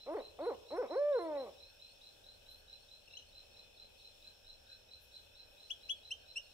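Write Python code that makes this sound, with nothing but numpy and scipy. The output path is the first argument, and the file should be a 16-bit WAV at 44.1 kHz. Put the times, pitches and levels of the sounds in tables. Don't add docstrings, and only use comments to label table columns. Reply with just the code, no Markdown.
import sys
import numpy as np
from scipy import signal
from scipy.fft import rfft, irfft, next_fast_len
from scipy.io import wavfile
from scipy.ndimage import uniform_filter1d, map_coordinates

SR = 44100
rng = np.random.default_rng(int(sys.argv[2]) if len(sys.argv) > 2 else 0)


def dump(signal):
    limited = np.clip(np.atleast_2d(signal).T, -1, 1)
    pcm = np.round(limited * 32767).astype(np.int16)
    wavfile.write(sys.argv[1], SR, pcm)


def boost_factor(decibels):
    exponent = np.asarray(decibels, float) / 20
    return 10 ** exponent


N = 287973
TIME = np.arange(N) / SR

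# [t/s, chest part/s, high hold/s, top f/Hz, level/dB]
HOOTS = [
    (0.061, 0.076, 0.0038, 455.5, -34.5),
    (.385, 0.071, 0.016, 485.7, -34),
    (0.704, .069, .02, 502.6, -34),
    (0.894, .057, 0.0045, 521.5, -33.5),
]
# [share of its length, share of the climb to the top, effort level/dB]
CLIMB = [(0, 0.00096, -13.5), (.3, .27, -3), (.65, .44, -1), (1, .56, 0)]
# [t after the hold/s, f/Hz, effort level/dB]
SAG = [(.025, 297, -4), (.033, 268, 0.5), (.066, 195.3, -14.5)]
# [t/s, f/Hz, effort level/dB]
SLIDE = [(.995, 575, -3.5), (1.02, 581, -1.5), (1.1, 592, -3), (1.14, 544, -2), (1.158, 501.5, 3),
         (1.183, 455, 1), (1.194, 352.4, -1.5), (1.425, 259, -3.5), (1.51, 161.5, -18.5)]
SYRINX_DB = [0, -7, -12, -19]
CLEAR_DB = [0, -6.5, -5, -15]
# [f/Hz, level/dB]
THROAT_POUCH = [(200, -25.5), (280, -23.5), (330, -11.5), (400, -12.5), (460, -3), (580, 0.5), (680, -5.5),
                (770, -11)]
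# [f/Hz, level/dB]
WINDPIPE = [(900, -5.5), (1020, -7.5), (1180, -10), (1330, -14), (1490, -7.5), (1750, -12), (2000, -6),
            (2250, -5)]
# [f/Hz, level/dB]
BEAK = [(900, 6), (1300, -5.5), (1600, 0), (2300, 5.5), (2800, -24), (4000, -34)]
# [t/s, length/s, level/dB]
PUFFS = [(0.064, 0.067, -54), (0.201, 0.028, -51), (0.39, 0.022, -51.5), (0.529, 0.034, -55),
         (0.706, 0.055, -56.5), (0.846, 0.076, -52.5), (1.461, 0.056, -54)]
# [f/Hz, level/dB]
THROAT_AIR = [(150, -71.5), (260, -8), (550, 3), (1250, -4.5), (1450, -35), (2300, -13.5), (2800, -37),
              (3600, -40), (6000, -61.5)]
# [t/s, length/s, level/dB]
WHEEZES = [
    (0.108, .05, -72.5),
    (0.426, 0.07, -74),
    (0.747, 0.0553, -72),
    (1.181, .1, -72.5),
]
# [f/Hz, level/dB]
NOSTRIL = [(6000, -25.5), (8500, -13), (9800, -2.5), (10500, -16), (11200, -3), (12500, -25)]

# [t/s, glide/s, held to/s, top f/Hz, level/dB]
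STEEP_CHIPS = [
    (5.697, 0.018, .019, 3370, -40.5),
    (5.887, 0.019, 0.03, 3350, -38.5),
]
# [t/s, glide/s, held to/s, top f/Hz, level/dB]
FLAT_CHIPS = [
    (6.107, .016, 0.02, 3116, -40),
    (6.358, .029, 0.024, 3015, -41),
]
# [whistle f/Hz, level/dB]
CHIP_OCTAVE = [(2250, -10), (2900, -9.5), (3150, -19.5), (3340, -23)]
# [t/s, peak level/dB, middle f/Hz, rise to each side as share of f]
FAR_CHIPS = [(0.093, -69, 2730, 0.055), (0.545, -64, 2940, 0.055), (3.015, -69, 2770, 0.036),
             (3.0773, -57, 2750, 0.037), (3.107, -58.5, 2690, 0.068), (3.1352, -52, 2740, 0.023),
             (3.1695, -45, 3030, 0.063), (3.191, -57, 2840, 0.05), (3.2205, -59, 2950, 0.054)]

# [t/s, peak level/dB]
CHIRPS = [(0.2009, -57.5), (0.4161, -57), (0.6647, -57), (0.8837, -52.5), (1.1296, -53), (1.3549, -54),
          (1.5816, -51), (1.7987, -53.5), (2.0148, -53), (2.2408, -56.5), (2.4626, -54), (2.6793, -52),
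          (2.888, -57.5), (3.1058, -54), (3.326, -54), (3.5426, -58), (3.773, -55), (3.9983, -56),
          (4.2226, -56), (4.4476, -54), (4.6695, -53), (4.8881, -54), (5.1178, -53), (5.3503, -53),
          (5.58, -55), (5.8112, -54), (6.0325, -56), (6.2574, -55.5), (6.48, -88)]
# [delay/s, length/s, f/Hz, level/dB]
STROKES = [
    (0, .01, 3870, -2.5),
    (.02, .019, 4080, -1),
    (.045, .021, 4110, 1.5),
    (.075, .016, 4110, -3),
    (.1, .016, 4110, -14),
]
# [t/s, level/dB]
TICKS = [(0.1855, -70), (0.432, -68), (0.7173, -69), (0.974, -68), (1.2646, -71), (1.6985, -70),
         (1.9152, -67), (2.1281, -74), (2.355, -73), (2.5995, -70), (2.8255, -69), (3.0584, -72),
         (3.2894, -69.5), (3.5339, -71), (3.7663, -71), (4.0028, -68), (4.6912, -76), (4.9347, -71),
         (5.1507, -67.5), (5.3772, -71), (5.682, -73), (5.9818, -70), (6.2173, -71), (6.4497, -68)]
# [t/s, length/s, level/dB]
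FALTERS = [
    (1.9, 0.24, -4),
    (5.47, .2, -1.5),
]
# [t/s, length/s, level/dB]
LISPS = [
    (2.478, 0.077, -70),
    (2.53, .1, -75),
    (4.996, 0.075, -68.5),
    (5.06, 0.036, -77),
    (5.44, 0.18, -80),
]
# [f/Hz, level/dB]
RASP = [(8000, -38), (10000, -5), (11700, 2), (13000, -5.5), (14500, -1), (16000, -21)]
# [f/Hz, band width/Hz, stroke rate/Hz, level/dB]
CHORUS = [(2556, 186, 60, -75), (2736, 240, 35, -81), (3006, 230, 20, -79), (3100, 480, 42, -83.5),
          (3500, 82, 43, -78), (5510, 1050, 56, -79), (11820, 400, 38, -87.5)]
# [t/s, length/s, level/dB]
CROAKS = [(1.665, 0.13, -76), (1.793, 1.5, -84.5), (4.243, 0.31, -82), (4.558, 0.31, -79), (4.8, 0.95, -86),
          (5.702, 0.19, -87), (6.17, .12, -81), (6.3, 0.29, -83)]

# [f/Hz, time to fall 60 dB/s]
WOODS = [(200, 0.76), (600, 0.73), (3000, 0.51), (10000, 0.11)]
# [f/Hz, level per Hz/dB]
TRAFFIC = [(12, -42.5), (20, 1.5), (43, -8.5), (79, -5), (146, -18), (208, -16.5), (329, -19), (573, -7.5),
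           (685, -16), (787, -14), (1100, -26), (1580, -23), (2040, -29), (2300, -25), (2990, -53),
           (5060, -120)]
# [f/Hz, correlation]
ALIKE = [(30, 0.98), (90, 0.94), (180, 0.00029), (500, 0), (2000, 0), (6000, 0.15)]
# [f/Hz, level per Hz/dB]
HISS = [(1500, -46), (2300, -11.5), (3300, 6.5), (4200, 5), (4650, -4.5), (5100, -0.5), (6500, -6.5),
        (7600, -4), (10900, -9), (15700, -10)]


def owl():
    hoots = [hoot_track(*hoot) for hoot in HOOTS]
    voices = [voice(rows, count=9, slope_db=-5.5, jitter=0.0018, shimmer_db=0.71, mouth=BEAK)
              for rows in hoots]
    tones, efforts = zip(*voices)
    puffs = np.zeros(N)
    for s, length, db in PUFFS:
        add(puffs, s, boost_factor(db) * np.linspace(1, 0, int(length * SR)))
    air = (boost_factor(-40) * sum(efforts) ** 0.5 + puffs) * coloured(THROAT_AIR)[0]
    wheeze = np.zeros(N)
    for s, length, db in WHEEZES:
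        add(wheeze, s, boost_factor(db) * np.hanning(int(length * SR)))
    air += wheeze * coloured(NOSTRIL)[0]
    return placed(sum(tones) + air, -.3, lag=5, early_db=-16, late_db=-17)


def hoot_track(s, chest, hold, top_hz, db):
    low_hz, leap_s = 205.6, .017
    top = s + chest + leap_s
    rows = [(s + u * chest, low_hz + up * (top_hz - low_hz), effort) for u, up, effort in CLIMB]
    rows += [(top, top_hz, 0), (top + hold, top_hz, 0)]
    if s == HOOTS[-1][0]:
        rows += list(SLIDE)
    else:
        rows.append((top + hold + 0.0159, .79 * top_hz, 0))
        rows += [(top + hold + late, hz, effort) for late, hz, effort in SAG]
    at, hz, effort = np.transpose(rows)
    t = np.arange(at[0], at[-1], .001)
    hz, effort = np.interp(t, at, hz), db + np.interp(t, at, effort)
    clear = np.clip((hz - 386) / 70, 0, 1)
    brighter = .45 * (db - HOOTS[0][-1])
    tract = list(THROAT_POUCH) + list(WINDPIPE)
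    track = [t, hz]
    for k, source in enumerate(SYRINX_DB):
        track.append(effort + source + clear * CLEAR_DB[k] + brighter * k + along(tract, (k + 1) * hz))
    return np.transpose(track)


def chips():
    steep = whistles(STEEP_CHIPS, low_hz=2203, bend=0.69, start_db=-22.5, fade_db_per_s=1500,
                     third_db=-31.5, third_fades_db=4)
    flat = whistles(FLAT_CHIPS, low_hz=2645, bend=1.8, start_db=-9, fade_db_per_s=1900,
                    third_db=-13.5, third_fades_db=-17.5)
    ring = [.3, .7, .7, .3, -.3, -.7, -.7, -.3]
    for s, db in [(5.705, -56), (5.895, -59)]:
        click = np.convolve(rng.standard_normal(407), ring, "valid")
        add(steep, s, boost_factor(db - 60 * TIME[:400] / .012) * click)
    far = np.zeros(N)
    for s, db, hz, rise in FAR_CHIPS:
        add(far, s, boost_factor(db) * stroke(0.011, hz, rise, second_db=-8))
    near = placed(steep, 6, lag=29, early_db=-10, late_db=-18)
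    near = near + placed(flat, .2, lag=15, early_db=-11, late_db=-18)
    return near + placed(far, 7.4, lag=-19, early_db=-6, late_db=-13)


def whistles(rows, low_hz, bend, start_db, fade_db_per_s, third_db, third_fades_db):
    out, t = 0, np.arange(0, .045, .001)
    attack_s = 0.011
    for s, glide, held, top_hz, db in rows:
        up = np.clip(t / glide, 0, 1) ** bend
        hz = low_hz + up * (top_hz - low_hz)
        level = db + start_db * np.clip(1 - t / attack_s, 0, 1) - fade_db_per_s * np.clip(t - held, 0, 1)
        second = level + along(CHIP_OCTAVE, hz)
        third = level + third_db + third_fades_db * up
        track = np.transpose([s + t, hz, level, second, third])
        out = out + voice(track, count=4, slope_db=-14, jitter=0.0025)[0]
    return out


def field_cricket():
    out = np.zeros(N)
    for s, db in [(-0.0166, -56.5)] + list(CHIRPS):
        chirp_db = .3 * (db + 56) - 56.5
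        for delay, length, hz, level in STROKES:
            late, size, tune = rng.standard_normal(3)
            both_wings = delay > 0
            wings = stroke(length, hz * (1 + .004 * tune), .014, -30)
            wings = wings + .75 * both_wings * stroke(length, hz - 135 + 35 * size, .014, -30)
            start = s - .002 + delay + .0012 * late * both_wings
            add(out, start, boost_factor(chirp_db + level + .8 * size) * wings)
    out *= boost_factor(3 * wobble(250))
    return placed(out, -2.5, lag=35, early_db=-5, late_db=-11)


def second_cricket():
    out = np.zeros(N)
    for s, db in TICKS:
        for lead_s, lead_db in [(0, 0), (.0215, -3)]:
            tick = stroke(0.0089, 4305, 0.0046, second_db=-8.5)
            add(out, s - lead_s - .004, boost_factor(db + lead_db + 3) * tick)
    return placed(out, -2.2, lag=-11, early_db=0, late_db=1)


def tree_cricket():
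    level = -76 + 1.8 * wobble(3)
    for s, length, db in FALTERS:
        add(level, s, db * np.hanning(int(length * SR)))
    beat = 2 * np.pi * np.cumsum(52.6 + .2 * wobble(2)) / SR
    strokes = 1 + .55 * np.sin(beat) + .4 * np.sin(2 * beat + 1)
    tone = np.sin(2 * np.pi * np.cumsum(5395 + 70 * wobble(200)) / SR)
    trill = boost_factor(level + 2 * wobble(60) + wobble(9)) * unit(strokes * tone)
    return placed(trill, -3.5, lag=-8, early_db=-6, late_db=-7)


def katydid():
    swell = np.zeros(N)
    for s, length, db in LISPS:
        add(swell, s, boost_factor(db) * np.sqrt(np.hanning(int(length * SR))))
    return swell * coloured(RASP, channels=2) * boost_factor([[2], [-2]])


def chorus():
    out = 0
    for hz, width, rate, db in CHORUS:
        band = noise_band(hz, width)
        band[1] = 0.23 * np.roll(band[0], 36) + 1.02 * band[1]
        throb = 1 + .3 * np.sin(2 * np.pi * np.cumsum(rate * (1 + .05 * wobble(1.5))) / SR)
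        out = out + boost_factor(db + 1.2 * wobble(3) + 1.8 * wobble(12)) * unit(band * throb)
    return out * boost_factor([[1.5], [-1.5]])


def pond():
    swell = np.full(N, boost_factor(-91.5))
    for s, length, db in CROAKS:
        add(swell, s, boost_factor(db) * np.sqrt(np.hanning(int(length * SR))))
    band = noise_band(1560, 260)
    return swell * boost_factor(2.9 * wobble(20)) * unit(band + 0.22 * band[::-1])


def night_floor():
    turn = lambda hz: np.arccos(np.clip(along(ALIKE, hz), -1, 1)) / 2
    widen = lambda hz: np.array([np.cos(turn(hz)), np.sin(turn(hz))])
    mid, side = filtered(coloured(TRAFFIC, channels=2), widen)
    hum = boost_factor(-67.5) * unit(np.array([mid + side, mid - side]))
    bass = filtered(hum, lambda hz: 1 / (1 + (hz / 130) ** 4))
    bass_gusts_db = 0.5 * wobble(1.5) + wobble(6)
    upper_gusts_db = .4 * wobble(2) + .8 * wobble(8)
    hum = boost_factor(bass_gusts_db) * bass + boost_factor(upper_gusts_db) * (hum - bass)
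    hiss_db = -69.5 + 0.47 * wobble(9) + 0.93 * wobble(6.1)
    return hum + boost_factor(hiss_db) * coloured(HISS, channels=2) * boost_factor([[2], [-2]])


def placed(x, pan_db, lag, early_db, late_db):
    direct = np.array([np.roll(x, lag) * boost_factor(pan_db / 2), x * boost_factor(-pan_db / 2)])
    hz, t, z = signal.stft(rng.standard_normal((2, SR)), SR, nperseg=256)
    decay = boost_factor(-60 * t / along(WOODS, hz)[:, None])
    late = signal.istft(z * decay, SR, nperseg=256)[1]
    n = SR // 10
    branches = rng.random((2, n)) < .01
    early = rng.standard_normal((2, n)) * branches * boost_factor(-60 * TIME[:n] / 0.11)
    late = boost_factor(late_db) * late / np.linalg.norm(late[0])
    late[:, 200:200 + n] += boost_factor(early_db) * early / np.linalg.norm(early, axis=1)[:, None]
    return direct + signal.fftconvolve(x[None], late, axes=1)[:, :N]


def voice(rows, count, slope_db, jitter, shimmer_db=0, mouth=((1, 0), (2, 0))):
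    s, hz, *levels = np.transpose(rows)
    given = len(levels)
    gate = np.clip(np.minimum(TIME - s[0], s[-1] - TIME) / .004 + .5, 0, 1)
    t, out = TIME[gate > 0], np.zeros((2, N))
    window = max(int(30000 / hz.mean() * 3), 1)
    smooth = lambda v: uniform_filter1d(np.interp(t, s, v), window)
    pitch = smooth(hz)
    phase = 2 * np.pi * np.cumsum(pitch * (1 + jitter * wobble(90, t))) / SR
    levels = [smooth(v) for v in levels]
    last = levels[-1]
    for k in range(given, count):
        levels.append(last + slope_db * (k - given + 1) + along(mouth, (k + 1) * pitch))
    tone = 0
    for k, db in enumerate(levels):
        shimmer = shimmer_db * k * wobble(69.55, t)
        tone = tone + boost_factor(db + 5.5 + shimmer) * np.sin((k + 1) * phase + k)
    overtones = np.sqrt(sum(boost_factor(db) ** 2 for db in levels[1:]))
    out[:, gate > 0] = tone, overtones
    return gate * out


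def stroke(length, hz, rise, second_db):
    u = np.arange(int(length * SR)) / (length * SR)
    phase = 2 * np.pi * hz * length * (u + rise * (u * u - u))
    return np.sqrt(np.sin(np.pi * u)) * (np.sin(phase) + boost_factor(second_db) * np.sin(2 * phase))


def unit(x):
    return x / np.sqrt(np.mean(x ** 2) + 1e-20)


def along(points, hz):
    f, v = np.transpose(points)
    return np.interp(np.log(hz + 1), np.log(f + 1), v)


def wobble(rate, t=TIME):
    return map_coordinates(rng.standard_normal(int(N * rate / SR) + 4), [t * rate])


def filtered(x, response):
    m = next_fast_len(N + 8192)
    return irfft(rfft(x, m) * response(np.fft.rfftfreq(m, 1 / SR)), m)[..., :N]


def coloured(spectrum, channels=1):
    points = [(1, -120)] + list(spectrum)
    return unit(filtered(rng.standard_normal((channels, N)), lambda hz: boost_factor(along(points, hz))))


def noise_band(center_hz, width_hz):
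    bell = lambda f: np.exp(-((f - center_hz) / width_hz) ** 2 * 2)
    return filtered(rng.standard_normal((2, N)), bell)


def add(track, s, sound):
    i = round(s * SR)
    part = track[max(i, 0):max(i + len(sound), 0)]
    part += sound[max(-i, 0):][:len(part)]


def scene():
    near = owl() + chips() + field_cricket() + second_cricket() + tree_cricket() + katydid()
    return near + chorus() + pond() + night_floor()


def roll_off(x):
    return signal.sosfilt(signal.butter(12, 15890, fs=SR, output="sos"), x)


def record(dry):
    mix = filtered(dry, lambda hz: hz < 15760)
    return roll_off(mix)


dry = scene()
out = record(dry)
dump(out)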